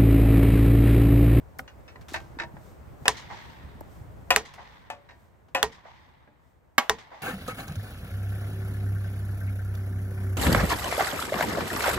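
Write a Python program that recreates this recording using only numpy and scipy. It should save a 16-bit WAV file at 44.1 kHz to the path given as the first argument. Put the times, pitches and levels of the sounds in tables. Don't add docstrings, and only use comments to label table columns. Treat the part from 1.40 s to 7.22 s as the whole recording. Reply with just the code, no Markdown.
import sys
import numpy as np
from scipy import signal
from scipy.fft import rfft, irfft
from scipy.io import wavfile
from scipy.ndimage import uniform_filter1d, map_coordinates

SR = 44100
rng = np.random.default_rng(int(sys.argv[2]) if len(sys.argv) > 2 else 0)


def transcribe(signal):
    frames = np.atleast_2d(signal).T
    limited = np.clip(frames, -1, 1)
    pcm = np.round(limited * 32767).astype(np.int16)
    wavfile.write(sys.argv[1], SR, pcm)


N = 256662

# start_s, level_db, tilt_db_per_octave, chatter_s, trunk_db, echo_db (each echo is set relative to it),
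# echo_tilt_db_per_octave (the near trees add to it), pan_db (left minus right), right_lag_ms
CRACKS = [(1.68, -12.5, 2.5, 0.003, -25.5, -34.5, 2, 0, -0.038),
          (2.9615, -14.5, 2.5, 0.0014, -23, -39.5, 0.75, -1.5, -0.054),
          (4.2288, -16, 1.5, 0.0023, -21.5, -42.5, 0.2, -2, -0.061),
          (5.4955, -16.5, 1.1, 0.0026, -22.5, -39.5, -0.7, 0, -0.052)]
# hz, t60_s
NEAR_DECAY = [(100, 0.51), (800, .12), (2000, 0.12), (6000, 0.14), (15000, 0.061)]
# hz, level_db
HISS_COLOUR = [(500, -7.5), (3000, 2), (6000, 3), (9000, 4.5), (10500, -10), (12500, 5), (15500, 1.5),
               (16500, -15)]


def amp(db):
    return 10 ** (np.asarray(db) / 20)


def read(points, hz):
    f, value = np.transpose(points)
    return np.interp(np.log(hz + 1), np.log(f + 1), value)


def octaves(hz):
    return np.log2(np.maximum(hz, 200) / 1500)


def seconds(size):
    return np.arange(size) / SR


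def blow(x, db):
    energy = np.sum(np.atleast_2d(x) ** 2, 1).mean() + 1e-20
    return x * amp(db) * np.sqrt(.01 * SR / energy)


def add(mix, s, sound, pan_db=0):
    sound = sound * amp([[pan_db / 2], [-pan_db / 2]])
    part = mix[:, max(round(s * SR), 0):][:, :sound.shape[1]]
    part += sound[:, :part.shape[1]]


def ports(x, lag_ms):
    left, right = x * np.ones((2, 1))
    right_times = np.arange(len(right)) - lag_ms * SR / 1000
    return np.array([left, map_coordinates(right, [right_times])])


def noise(colour, size, likeness, tilt_db=0):
    hz = np.fft.rfftfreq(size, 1 / SR)
    shared, *own = rng.standard_normal((3, size))
    likeness = np.clip(likeness, 0, 1)
    white = np.sqrt(likeness) * shared + np.sqrt(1 - likeness) * np.array(own)
    x = irfft(rfft(white) * amp(read(colour, hz) + tilt_db * octaves(hz)), size)
    return x / x.std()


def fade(x, decay, stretch=1):
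    hz, t, z = signal.stft(x, SR, nperseg=256)
    t60 = stretch * read(decay, hz)[:, None]
    z = z * 1000. ** (-t / t60)
    return signal.istft(z, SR, nperseg=256)[1][:, :x.shape[1]]


def ring(modes, t, tilt_db=0, stretch=1):
    hz, db, t60 = np.transpose(modes)[:, :, None]
    phase, other_phase, detune = rng.random((3, len(hz), 1))
    partner_hz = hz * (1 + .12 * (detune - .5))
    main = np.sin(2 * np.pi * (hz * t + phase))
    partner = .4 * np.sin(2 * np.pi * (partner_hz * t + other_phase))
    decay = 1000. ** (-t / (t60 * stretch))
    return np.sum(amp(db + tilt_db * octaves(hz)) * (main + partner) * decay, 0)


def rise(t, time):
    return 1 - np.exp(-(t / time) ** 2)


def patchy(x, patchy_db):
    z = signal.stft(x, SR, nperseg=512)[2]
    patches = uniform_filter1d(rng.standard_normal(z.shape[1:]), size=3, axis=0)
    patches = uniform_filter1d(patches, size=5, axis=1)
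    gain = amp(patchy_db * patches / patches.std())
    return signal.istft(z * gain, SR, nperseg=512)[1][:, :x.shape[1]]


def contact(t, tilt_db, chatter_s, spread=0.001086, rebound=0.35, rebound_s=.00112):
    # hz, level_db
    crack_colour = [(40, -24), (250, -15), (600, -4.5), (950, -7), (1250, 0), (1850, 0.5), (2500, -7.5),
                    (3400, -0.5), (4500, -15), (7500, -12.5), (10500, -24), (13500, -22), (16000, -30)]
    hz = np.fft.rfftfreq(len(t), 1 / SR)
    delay_s = 0.00043 + spread / (1 + (hz / 4500) ** 2)
    phase = 2 * np.pi * np.cumsum(delay_s) * hz[1]
    pulse = irfft(amp(read(crack_colour, hz) + tilt_db * octaves(hz)) * np.exp(-1j * phase))
    chatter = noise(crack_colour, len(t), 0.79, tilt_db) * rise(t, 0.00044) * np.exp(-(t / chatter_s) ** 2)
    touch = blow(pulse * np.exp(-t / .01), -1.9) + blow(chatter, 0.5)
    return touch + rebound * np.roll(touch, round(rebound_s * SR), axis=1)


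def flutter(t):
    steps = np.arange(0, t[-1], .003)
    return np.interp(t, steps, amp(1.9 * rng.standard_normal(len(steps))))


def cracks():
    # hz, level_db, t60_s
    trunk_modes = [(62.7, -16.5, 0.15), (429.4, -2.5, 0.1), (454.4, -14.5, 0.18), (679.4, -4.5, 0.06),
                   (796, 1, 0.052), (987.4, 6.5, 0.047), (1080, -9, 0.059), (1875, -15, 0.13)]
    # hz, level_db
    ground_colour = [(40, -12), (200, -5.5), (600, -9.5), (950, 6), (1400, -4.5), (2000, -4.5),
                     (2600, -10.5), (3400, -13), (7000, -16), (11000, -24.5), (16000, -29)]
    forest_colour = [(60, -5.5), (300, -7.5), (600, -4.5), (900, 8.5), (1350, -2), (1950, 4), (2600, -6),
                     (3500, -3.5), (4500, -9.5), (6300, -13.5), (9000, -28.5), (16000, -52)]
    house_colour = [(100, -34), (500, -13), (850, 2), (1100, -6), (1400, -20), (1950, -12), (3000, -40),
                    (8000, -59.5), (16000, -71)]
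    # hz, t60_s
    forest_decay = [(100, 0.99), (900, 2.3), (2000, 1.9), (4000, 1.5), (7000, 0.83), (12000, 0.54)]
    out, t, long = np.zeros((2, N)), seconds(size=16384), seconds(size=65536)
    trunk = ring(trunk_modes, t) * rise(t, 0.0071)
    for s, db, tilt_db, chatter_s, trunk_db, echo_db, echo_tilt_db, pan_db, lag_ms in CRACKS:
        ground = fade(noise(ground_colour, len(t), 0.71, tilt_db), NEAR_DECAY, 0.91) * rise(t, .004)
        near = blow(contact(t, tilt_db, chatter_s), db) + blow(trunk, trunk_db) + blow(ground, db - 10.0)
        add(out, s, ports(near, lag_ms), pan_db)

        trees = noise(forest_colour, len(t), 0.12, echo_tilt_db + 3.5)
        trees = trees * rise(t, 0.0062) * np.exp(-t / 0.032)
        add(out, s + .086, blow(patchy(trees * flutter(t), 1.5), echo_db - 4))

        house = noise(house_colour, len(t), .5, echo_tilt_db) * rise(t, .004) * np.exp(-t / .032)
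        add(out, s + .218, blow(patchy(house, 2), echo_db + .5))

        yard = noise(forest_colour, len(long), 0.14, echo_tilt_db)
        yard = fade(yard, forest_decay, 0.8) * rise(long, 0.016)
        add(out, s, blow(patchy(yard * flutter(long), 1.5), echo_db + 1.5))

        forest = noise(forest_colour, len(long), 0.03, echo_tilt_db)
        forest = fade(forest, forest_decay) * rise(long, 0.037)
        add(out, s + .195, blow(patchy(forest * flutter(long), 1.5), echo_db + .5))
    return out


def knocks():
    # start_s, level_db, tilt_db_per_octave, ring_stretch (factor), struck (index),
    # pan_db (left minus right), right_lag_ms
    knock_events = [(1.655, -23.5, -3, 0.99, 0, 0, 0.15), (2.9047, -12.5, 0.5, 1.28, 0, 2.5, 0.099),
                    (3.5009, -29.5, -1.5, 1.24, 2, 3, 0.12), (4.1476, -17.5, -1, 1.56, 0, 2, .1),
                    (5.3804, -12, 2, 0.67, 1, -1.5, -0.054)]
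    # hz, level_db, t60_s
    struck_modes = [
        [(275, -15, .08), (536, -6, .16), (640, -7, .08), (722, -3, .15), (830, -4, .08), (1000, -3, .1),
         (1448, -7, .11), (1798, -3, .085), (1940, -6, .1), (2530, 4, .07), (2860, -4, .08), (3250, -10, .07),
         (4920, -9, .06), (5530, -12, .05), (7150, -18, .06)],
        [(190, -5, .06), (246, 3.5, .09), (382, -15, .11), (632, -7, .1), (820, -4, .2), (985, -3, .15),
         (1134, 1, .15), (1280, 0, .07), (1420, -5, .09), (1585, -2, .08), (1655, 0, .08), (1824, -3, .07),
         (2191, -1, .12), (3050, -1, .07), (4167, -7, .07)],
        [(571, -13, .38), (716, -5, .16), (880, 1, .11), (1136, -7, .13), (1760, -3, .11), (2557, -5, .11)],
    ]
    # hz, level_db
    knock_colour = [(40, -30.5), (170, -21.5), (400, -12), (700, 2.5), (1100, -1), (1900, -2.5), (3000, -6),
                    (4500, -13.5), (7500, -16.5), (10000, -25), (12500, -15.5), (16000, -29.5)]
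    out, t = np.zeros((2, N)), seconds(size=16384)
    for s, db, tilt_db, stretch, struck, pan_db, lag_ms in knock_events:
        tone = ring(struck_modes[round(struck)], t, tilt_db, stretch) * rise(t, 0.0017)
        wood = fade(noise(knock_colour, len(t), 0.74, tilt_db), NEAR_DECAY, stretch) * rise(t, 0.00054)
        wood = wood * (1 + 1.8 * np.exp(-t / 0.0041))
        add(out, s, ports(blow(tone, db - 2.2) + blow(wood, db - 3.8), lag_ms), pan_db)
        wash = noise(knock_colour, len(t), 0.2, tilt_db - 4.5) * rise(t, 0.006) * np.exp(-t / 0.04)
        add(out, s, blow(wash, db - 15.5))
    return out


def clunk(t, tilt_db, stretch, pitch):
    # hz, level_db, t60_s
    tool_modes = [(342, -16, 0.84), (672.6, -4, 0.29), (813, -11, 0.33), (964, -3.5, 0.32),
                  (1614, -13.5, 0.36), (1853, 3, 0.14), (2230, -11, 0.2), (2550, -13, .1),
                  (2700, -7.5, 0.14), (3940, -8, 0.12)]
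    # hz, level_db
    clunk_colour = [(100, -3.5), (500, 3), (950, 10), (1250, 5), (1850, 9.5), (3200, -10.5), (5000, -11.5),
                    (8000, -25.5), (16000, -59)]
    rattle = fade(noise(clunk_colour, len(t), 0.19, tilt_db), NEAR_DECAY, stretch)
    tone = ports(ring(tool_modes, t * pitch, tilt_db, stretch), lag_ms=0.11)
    return (blow(tone, -3.5) + blow(rattle, -3)) * rise(t, .0007)


def tick(t, tilt_db, t60):
    # hz, level_db
    tick_colour = [(100, 8), (1000, 8.5), (2800, 0), (6000, -6), (10000, -18.5), (14000, -20.5),
                   (16000, -28)]
    clumps = uniform_filter1d(rng.exponential(1, len(t)) ** 2, size=40)
    return noise(tick_colour, len(t), .6, tilt_db) * clumps * 1000. ** (-t / t60)


def handling():
    # start_s, level_db, tilt_db_per_octave, ring_stretch (factor), pitch (factor), bounces (count)
    clunk_events = [(0.1916, -31, 1, 0.22, 0.79, 0), (.277, -44.5, 3.5, 1.1, 1.55, 0),
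                    (.479, -46, 5, 1.5, 1.4, 0), (0.557, -44, 0, 0.39, 1.06, 0),
                    (0.7412, -25, 3, 0.78, 0.97, 1), (.987, -32.5, 2, 1.25, 0.96, 0),
                    (0.9983, -26.5, 1.5, 0.55, 0.98, 2), (1.167, -43.5, -3, 0.26, .87, 0),
                    (2.409, -35.5, -8, 0.079, 0.92, 0), (3.689, -45, 2, 1.3, 1, 1),
                    (4.874, -50, -5.5, 0.52, 0.88, 0)]
    # start_s, level_db, tilt_db_per_octave, t60_s
    tick_events = [(0.187, -42.5, 13.5, 0.07), (.612, -53, 1.5, 0.084), (.683, -40, 3, 0.54),
                   (0.735, -41.5, 6.5, 0.092), (.803, -48.5, -1.5, 0.046), (2.407, -51.5, 16.5, .025),
                   (3.138, -47, 2, 0.14), (4.084, -57, -2, .11)]
    # start_s, level_db, pitch_hz
    thud_events = [(.721, -42, 300), (0.97, -42.5, 277), (1.139, -41.5, 177), (1.622, -39, 132),
                   (2.245, -37.5, 89), (2.612, -41, 98)]
    bounce_s, bounce_db = 0.018, -4.5
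    out, t = np.zeros((2, N)), seconds(size=16384)
    for s, db, tilt_db, stretch, pitch, bounces in clunk_events:
        for k in range(round(bounces) + 1):
            add(out, s + k * bounce_s, amp(db + k * bounce_db) * clunk(t, tilt_db, stretch, pitch))
    for s, db, tilt_db, t60 in tick_events:
        add(out, s, blow(tick(t, tilt_db, t60), db))
    for s, db, hz in thud_events:
        cycles = hz * t
        thud = np.sin(2 * np.pi * cycles) * cycles * np.exp(-cycles / 0.51)
        add(out, s, blow(thud, db))
    return out


def cloth_and_treble_echo():
    # after_crack_s, level_db (relative to the air curve), width_s
    swishes = [(-.41, -15, .09), (.02, -11.5, 0.086), (.4, -18.5, .13)]
    t = seconds(N)
    swells = np.zeros(N)
    for crack in CRACKS:
        for after, db, width in swishes:
            swells += amp(db) * np.exp(-((t - crack[0] - after) / width) ** 2)
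    air_db = outdoor_db(t)[1]
    return noise(HISS_COLOUR, N, 0.43, tilt_db=-1.3) * swells * amp(air_db)


def outdoor_db(t):
    # time_s, rumble_db, air_db
    levels = [(0, -51.5, -53.5), (.8, -50.5, -50), (2.921, -48.5, -51.5), (3.05, -56.5, -57.5),
              (4.02, -60.5, -60.5), (5.15, -63.5, -64.5), (5.82, -67, -57.5)]
    s, *columns = np.transpose(levels)
    return [np.interp(t, s, c) for c in columns]


def background():
    # hz, level_db
    rumble_colour = [(10, -56.5), (22, -35), (35, -14), (60, 2), (95, -1), (150, -6.5), (250, -14),
                     (450, -24.5), (1000, -53.5)]
    air_colour = [(60, -3.5), (250, 0.5), (600, 3), (1000, -2), (2000, -11.5), (3500, -24.5), (7000, -36),
                  (16000, -57.5)]
    hiss_db = -21
    rumble_db, air_db = outdoor_db(seconds(N))
    lumps = np.interp(seconds(N), np.arange(240) / 40, rng.standard_normal(240))
    rumble = noise(rumble_colour, N, 0.22) * amp(rumble_db + 2.3 * lumps + 1.5)
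    air = patchy(noise(air_colour, N, 0.063), 0.5) * amp(air_db + 0.43 * lumps - 3.0)
    hiss = noise(HISS_COLOUR, N, 0.45) * amp(air_db + hiss_db)
    return rumble + air + hiss


def scene():
    return knocks() + cracks() + handling() + background() + cloth_and_treble_echo()


def record(dry):
    cutoff_hz = 16100
    rounded = dry / (1 + abs(dry / .88) ** 5) ** (1 / 5)
    lowpass = signal.firwin(511, cutoff_hz, window=("kaiser", 9), fs=SR)
    return signal.oaconvolve(rounded, lowpass[None], "same")


dry = scene()
out = record(dry)
transcribe(out)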